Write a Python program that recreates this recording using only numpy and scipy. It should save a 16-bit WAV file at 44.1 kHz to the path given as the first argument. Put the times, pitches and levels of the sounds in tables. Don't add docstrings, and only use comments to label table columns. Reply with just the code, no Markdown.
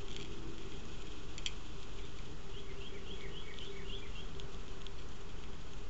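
import sys
import numpy as np
from scipy import signal
from scipy.fft import rfft, irfft
from scipy.io import wavfile
from scipy.ndimage import uniform_filter1d

SR = 44100
rng = np.random.default_rng(int(sys.argv[2]) if len(sys.argv) > 2 else 0)


def waveform_to_disk(signal):
    frames = np.transpose(np.atleast_2d(signal))
    scaled = np.clip(frames, -1, 1) * 32767
    samples = np.round(scaled).astype(np.int16)
    wavfile.write(sys.argv[1], SR, samples)


N = 259749
T = np.arange(N) / SR


def amp(db):
    return 10 ** (np.asarray(db) / 20)


def unit(x):
    return x / np.sqrt(np.mean(x ** 2) + 1e-20)


def peaked(x, size=88):
    return x / np.sqrt(uniform_filter1d(x ** 2, size).max())


def curve(rows):
    return np.interp(T, *np.transpose(rows))


def add(mix, start_s, sound):
    part = mix[max(round(start_s * SR), 0):][:len(sound)]
    part += sound[:len(part)]


def highpass(x, hz=1900):
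    return signal.sosfilt(signal.butter(4, hz, "high", fs=SR, output="sos"), x)


def lowpass(x, hz):
    return signal.sosfilt(signal.butter(4, hz, "low", fs=SR, output="sos"), x)


def noise(spectrum, size=N):
    point_hz, point_db = np.transpose(spectrum)
    f = np.fft.rfftfreq(size, 1 / SR)
    gain = amp(np.interp(np.log(f + 1), np.log(point_hz + 1), point_db))
    return unit(irfft(rfft(rng.standard_normal(size)) * gain, size))


def drift(rate_hz):
    f = np.fft.rfftfreq(N, 1 / SR)
    gain = np.exp(-(f / rate_hz) ** 2) * (f > 0)
    return unit(irfft(rfft(rng.standard_normal(N)) * gain, N))


def ring(modes, t, scatter, tilt_db=0):
    out = np.zeros(len(t))
    for hz, db, t60_s in modes:
        shift, weight_db = rng.standard_normal(2)
        level_db = db + weight_db + tilt_db * np.log2(hz / 3300) - 60 * t / t60_s
        out += amp(level_db) * np.sin(2 * np.pi * hz * (1 + scatter * shift) * t)
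    return out


def echoes(x, t60_s, wet_db):
    t = np.arange(SR) / SR
    taps = rng.standard_normal(SR) * (rng.random(SR) < 3000 / SR)
    taps *= amp(-60 * t / t60_s) * (t > .006)
    return x + amp(wet_db) * signal.fftconvolve(x, taps / np.linalg.norm(taps))[:N]


# nominal_hz, relative_db, t60_s
CLICK_MODES = [(2920, -4.5, 0.0012), (3336, 11.5, 0.0052), (3840, -7, 0.0024), (4370, -11, 0.0032),
               (5330, -10.5, 0.0079), (6450, -5.5, 0.0053)]
# nominal_hz, relative_db, t60_s
CRACK_MODES = [(2360, -11, 0.023), (3247, 2.5, 0.014), (4455, -3.5, 0.0096), (5800, -2.5, .011),
               (7120, -0.5, 0.014)]
# nominal_hz, relative_db, t60_s
TRAY_MODES = [(1087, -20, .2), (2082, -5, .11), (2232, -10, .1), (2354, -9, .09), (2470, -11, .11),
              (2574, -4, .09), (3010, -5, .09), (3169, -1, .06), (3360, 0, .07), (3466, -3, .06),
              (4453, -9, .05), (4640, -10, .07), (5760, -8, .06), (6650, -13, .07), (7095, -6, .07),
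              (7210, -6, .06)]
# frequency_hz, relative_db_per_hz
TRAY_WASH = [(500, -56), (1100, -16), (1780, -29.5), (2080, -10.5), (2540, 1.5), (2700, -11.5),
             (2900, -10.5), (3080, 4.5), (3420, 1.5), (3650, -5.5), (3950, -19), (4500, -1), (5100, -13),
             (5750, -5), (6400, -12.5), (7250, 1.5), (7800, -6)]
# frequency_hz, t60_s
TRAY_DECAY = [(1000, 0.32), (2400, 0.3), (3300, 0.041), (4500, 0.09), (7500, 0.034)]
# delay_s, relative_db
RIM_ECHOES = [(.0066, -6.5), (.0168, -16)]


def peck(tilt_db, ring_db):
    t = np.arange(SR // 5) / SR
    skid_s, grit_db, bright_db = .0006, -3, 4
    crack_db, modes_db, wash_db = -2, -15, -9
    late_db, late_t60_s = -17, .36
    rim_hz, rim_tilt_db = 3400, -5

    def strike(modes, slope_db):
        grit = rng.standard_normal(len(t)) * t * np.exp(-t / skid_s)
        force = amp(grit_db) * grit / np.linalg.norm(grit)
        add(force, skid_s, np.ones(1))
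        rung = signal.fftconvolve(force, ring(modes, t, .005, slope_db))[:len(t)]
        return peaked(highpass(rung, hz=2320))

    hz, age_s, wash = signal.stft(noise(TRAY_WASH, size=len(t)), SR, nperseg=128)
    hz = np.maximum(hz, 2000)[:, None]
    early = amp(-60 * age_s / np.interp(hz, *np.transpose(TRAY_DECAY)))
    late = amp(late_db - 60 * age_s / late_t60_s)
    wash = wash * (early + late) * amp(tilt_db * np.log2(hz / 3300))
    wash = signal.istft(wash, SR, nperseg=128)[1][:len(t)]

    jostle = amp(3 * unit(uniform_filter1d(rng.standard_normal(len(t)), size=90)) - 1)
    modes = highpass(ring(TRAY_MODES, t, .002, tilt_db), hz=1000)
    spread = 1 - np.exp(-t / .0009)
    body = (amp(modes_db) * modes + amp(wash_db) * wash * jostle) * spread
    body += amp(crack_db) * strike(CRACK_MODES, tilt_db)
    for delay_s, db in RIM_ECHOES:
        returned = lowpass(strike(CRACK_MODES, tilt_db + rim_tilt_db), hz=rim_hz)
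        add(body, delay_s, amp(db) * returned)
    return strike(CLICK_MODES, tilt_db + bright_db) + amp(ring_db) * body


# start_s, click_level_db, ring_db (tray re click), tilt_db_per_octave
PECKS = [(0.0828, -47.5, -4, -4), (0.1135, -47.5, -13, -2), (0.126, -49.5, -10, -3), (0.13, -51, -5, 4.5),
         (0.146, -49, -10, -6), (0.164, -39, -4, -6), (0.1995, -50, 3, -11), (0.2111, -44.5, -9, -9),
         (0.2282, -44, -14, 3), (0.2485, -53.5, 0.5, -2), (0.2562, -54, -2.5, -5), (0.5812, -50, -5, -8),
         (0.633, -56, -0.5, -5), (0.7204, -53, 1.5, -14), (1.021, -53, 2, 1), (1.07, -54, 0, -5),
         (1.3803, -47.5, 10.5, -1.5), (1.4613, -38.5, 11, 0.5), (1.8298, -50.5, -5, -16),
         (1.9877, -58, 4.5, -18), (2.0515, -55, -2, -2), (2.187, -58, 9, -13), (5.438, -51, -1, -13)]


def pecks():
    out = np.zeros(N)
    for start_s, level_db, ring_db, tilt_db in PECKS:
        add(out, start_s, amp(level_db) * peck(tilt_db, ring_db))
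    return out


# start_s, level_db, tilt_db_per_octave
SNAPS = [(0.1052, -51, 19), (0.854, -51, 20), (3.2087, -45.5, -2), (3.54, -44, -4), (3.5871, -38, 2),
         (4.3503, -48.5, 0), (4.3982, -38, 7), (4.546, -46.5, 5), (4.681, -47, 6), (4.818, -45.5, 4),
         (4.8665, -36.5, -0.5), (5.088, -54, 28), (5.7344, -48, 10)]


def snaps():
    out = np.zeros(N)
    t = np.arange(SR // 50) / SR
    onset = 1 - np.exp(-t / .0002)
    for start_s, level_db, tilt_db in SNAPS:
        crack = ring(CLICK_MODES, t, .015, tilt_db) * onset
        add(out, start_s, amp(level_db) * peaked(highpass(crack, hz=2310)))
    return out


# start_s, length_s, level_db
FLURRIES = [(0.092, .05, -58), (0.167, .1, -57.5), (0.589, 0.067, -67), (1.022, 0.075, -64),
            (1.977, 0.12, -65), (3.545, 0.14, -59.5), (4.976, 0.059, -60)]


def flurries(grains_per_s=350, tilt_db=-7, ring_db=4, variants=4):
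    out = np.zeros(N)
    for start_s, length_s, level_db in FLURRIES:
        n = round(length_s * SR)
        struck = rng.random((variants, n)) < grains_per_s / variants / SR
        blows = rng.standard_normal((variants, n)) * struck
        rattle = sum(signal.fftconvolve(train, peck(tilt_db, ring_db))[:n] for train in blows)
        add(out, start_s, amp(level_db) * unit(rattle) * signal.windows.tukey(n, .4))
    return out


def shuffling(count=40, mean_db=-60, spread_db=1.5, mean_tilt_db=-5):
    out = np.zeros(N)
    starts_s = rng.uniform(0, N / SR, count)
    for start_s, size in zip(starts_s, rng.standard_normal(count)):
        tilt_db = np.clip(mean_tilt_db + 4 * rng.standard_normal(), -9, 4)
        level_db = mean_db + spread_db * min(size, 2)
        add(out, start_s, amp(level_db) * peck(tilt_db, ring_db=-1.5))
    return out


def glide_tone(hz, level_db, rough=0, taper=.17):
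    waver = .008 * drift(40)[:len(hz)]
    flutter_db = 2.2 * drift(70)[:len(hz)]
    jitter = rough * drift(350)[:len(hz)]
    turns = np.cumsum(hz * (1 + waver + jitter)) / SR
    tone = np.sqrt(2) * np.sin(2 * np.pi * turns)
    return amp(level_db + flutter_db) * tone * signal.windows.tukey(len(hz), taper)


# start_s, level_db, pitch_factor
RISES = [(2.533, -55, 1.006), (2.805, -51.5, 0.99), (3.071, -51.5, 1.02), (3.338, -50, 1.02),
         (3.604, -55.5, 1.02), (3.893, -48, 1.02), (4.15, -53, 1.005)]
# start_s, length_s, level_db, pitch_factor
FALLS = [(2.675, 0.05, -59.5, 0.99), (2.939, 0.05, -55.5, 1.02), (3.207, 0.064, -52, 1.005),
         (3.477, 0.047, -51.5, 1), (3.757, .058, -52.5, .985), (4.019, 0.048, -53, 1.06)]
# delay_s (re strongest), gain_db, scattered_power_share
PATHS = [(-.045, -11, .35), (0, -2.4, .09), (.024, -12, .6)]


def songbird():
    song, out = np.zeros(N), np.zeros(N)
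    rise_s, rise_from_hz, rise_to_hz, slide = .08, 2740, 3310, .8
    fall_top_hz, fall_end_hz, top_at = 2280, 1810, .28
    rise_fade_db, fall_fade_db, leaves_t60_s = -6, -4.5, .08

    u = np.linspace(0, 1, round(rise_s * SR))
    glide = np.sin(np.pi / 2 * np.minimum(u / slide, 1)) ** 2
    hz = rise_from_hz + (rise_to_hz - rise_from_hz) * glide
    fade_db = rise_fade_db * np.maximum(u - slide, 0) / (1 - slide)
    for start_s, level_db, pitch in RISES:
        add(song, start_s, glide_tone(pitch * hz, level_db + fade_db, rough=.01))

    for start_s, length_s, level_db, pitch in FALLS:
        u = np.linspace(0, 1, round(length_s * SR))
        arch = np.sin(np.pi / 2 * (u - top_at) / (1 - top_at)) ** 2
        hz = fall_top_hz + (fall_end_hz - fall_top_hz) * arch
        add(song, start_s, glide_tone(pitch * hz, level_db + fall_fade_db * u ** 2, rough=.008))

    for delay_s, gain_db, share in PATHS:
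        wet_db = 10 * np.log10(share / (1 - share))
        blurred = np.sqrt(1 - share) * echoes(song, leaves_t60_s, wet_db)
        out += amp(gain_db) * np.roll(blurred, round(delay_s * SR))
    return out


# start_s, length_s, first_hz, last_hz, level_db
CHIRPS_AND_TAP = [(2.015, 0.052, 3300, 3630, -61.5), (3.591, 0.057, 3020, 3080, -54),
                  (3.651, 0.039, 3520, 3403, -51.5), (3.684, .04, 3880, 3640, -60.5),
                  (4.975, 0.021, 4500, 4400, -63)]


def chirps_and_tap():
    out = np.zeros(N)
    for start_s, length_s, first_hz, last_hz, level_db in CHIRPS_AND_TAP:
        hz = np.linspace(first_hz, last_hz, round(length_s * SR))
        add(out, start_s, glide_tone(hz, level_db, rough=.035, taper=.8))
    return out


# time_s, level_db
DRONE_LEVEL = [(0, -57), (.7, -56.5), (1.25, -57.5), (1.7, -62.5), (2.5, -57.5), (3.4, -53.5), (4.15, -56),
               (4.7, -58.5), (5.9, -61.5)]


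def drone(hz=395, width_hz=21, skirt_hz=420, skirt_width_hz=75, skirt_db=-4):
    def band(centre_hz, band_hz):
        edges_hz = [centre_hz - band_hz / 2, centre_hz + band_hz / 2]
        sos = signal.butter(2, edges_hz, "band", fs=SR, output="sos")
        return unit(signal.sosfilt(sos, rng.standard_normal(N)))

    note = band(hz, width_hz) + amp(skirt_db) * band(skirt_hz, skirt_width_hz)
    return amp(curve(DRONE_LEVEL)) * unit(note)


# frequency_hz, relative_db_per_hz
BUZZ_SPECTRUM = [(1500, -59.5), (2200, -35.5), (2500, 2), (2800, -1), (3250, 2.5), (3700, -4.5),
                 (4300, -10), (5200, -11), (6200, -11), (6800, -6), (7500, -14)]
# time_s, level_db
BUZZ_LEVEL = [(0, -59), (1.7, -58.5), (2.4, -61.5), (5.9, -63.5)]


def insects(flicker_db=2.0):
    return amp(curve(BUZZ_LEVEL) + flicker_db * drift(31)) * noise(BUZZ_SPECTRUM)


def tones(hz, orders, flutter_db):
    turns = np.cumsum(hz) / SR
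    out = np.zeros(N)
    for multiple, db in orders:
        gain = amp(db + flutter_db * drift(3.0))
        out += gain * np.sin(2 * np.pi * (round(multiple) * turns + rng.random()))
    return np.sqrt(2) * out


# frame_rate_multiple, mean_level_db
HUM_ORDERS = [(1, -63.5), (2, -60.5), (3, -72), (6, -64.5)]


def camera_hum(frame_hz=24.98):
    return tones(np.full(N, frame_hz), HUM_ORDERS, flutter_db=2.1)


# rate_multiple, relative_db
MOTOR_ORDERS = [(1, -4), (2, -3.5), (3, 0)]


def motor(waver=.011):
    start_hz, sag_hz_per_s = 112.35, 1.3
    peak_s, peak_gain_db, swell_db_per_s, fade_db_per_s = .32, -56.5, 23, 7.5
    slope_db = np.minimum(swell_db_per_s * (T - peak_s), fade_db_per_s * (peak_s - T))
    hz = (start_hz - sag_hz_per_s * T) * (1 + waver * drift(3.4))
    return amp(peak_gain_db + slope_db) * tones(hz, MOTOR_ORDERS, flutter_db=2.0)


# peak_s, half_length_s, centre_hz, peak_level_db
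TRAFFIC = [(0.41, 1.5, 304, -62.5), (2.32, 0.035, 296.4, -58.5), (3.128, 0.098, 187.6, -60),
           (3.862, 0.31, 184.1, -60.5)]


def traffic(width_hz=11):
    out = np.zeros(N)
    for peak_s, half_length_s, centre_hz, level_db in TRAFFIC:
        phase = 2 * np.pi * centre_hz * T
        band = drift(width_hz) * np.cos(phase) + drift(width_hz) * np.sin(phase)
        out += amp(level_db) * band / np.cosh((T - peak_s) / half_length_s)
    return out


# frequency_hz, relative_db_per_hz
AIR_SPECTRUM = [(5, 0.5), (18, 10), (33, 3.5), (70, -3), (130, -8.5), (260, -12.5), (440, -17), (600, -22),
                (800, -22), (1100, -20), (1450, -21), (1580, -25.5), (3000, -29), (7500, -36.5)]
# time_s, level_db
AIR_LEVEL = [(0, -46), (2.2, -46.5), (4.5, -45.5), (5.9, -46.5)]


def distant_air():
    return amp(curve(AIR_LEVEL)) * noise(AIR_SPECTRUM)


def scene():
    yard_t60_s = .42
    flock = echoes(pecks() + snaps() + flurries() + shuffling(), yard_t60_s, wet_db=-26.5)
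    song = echoes(songbird() + chirps_and_tap(), yard_t60_s, wet_db=-5.5)
    background = drone() + insects() + camera_hum() + motor() + traffic() + distant_air()
    return (flock + song + background)[None]


def record(dry, offset=-.016, edge_hz=7680):
    taps = signal.firwin(151, edge_hz, window=("kaiser", 7), fs=SR)
    return signal.oaconvolve(dry, taps[None], "same") + offset


dry = scene()
out = record(dry)
waveform_to_disk(out)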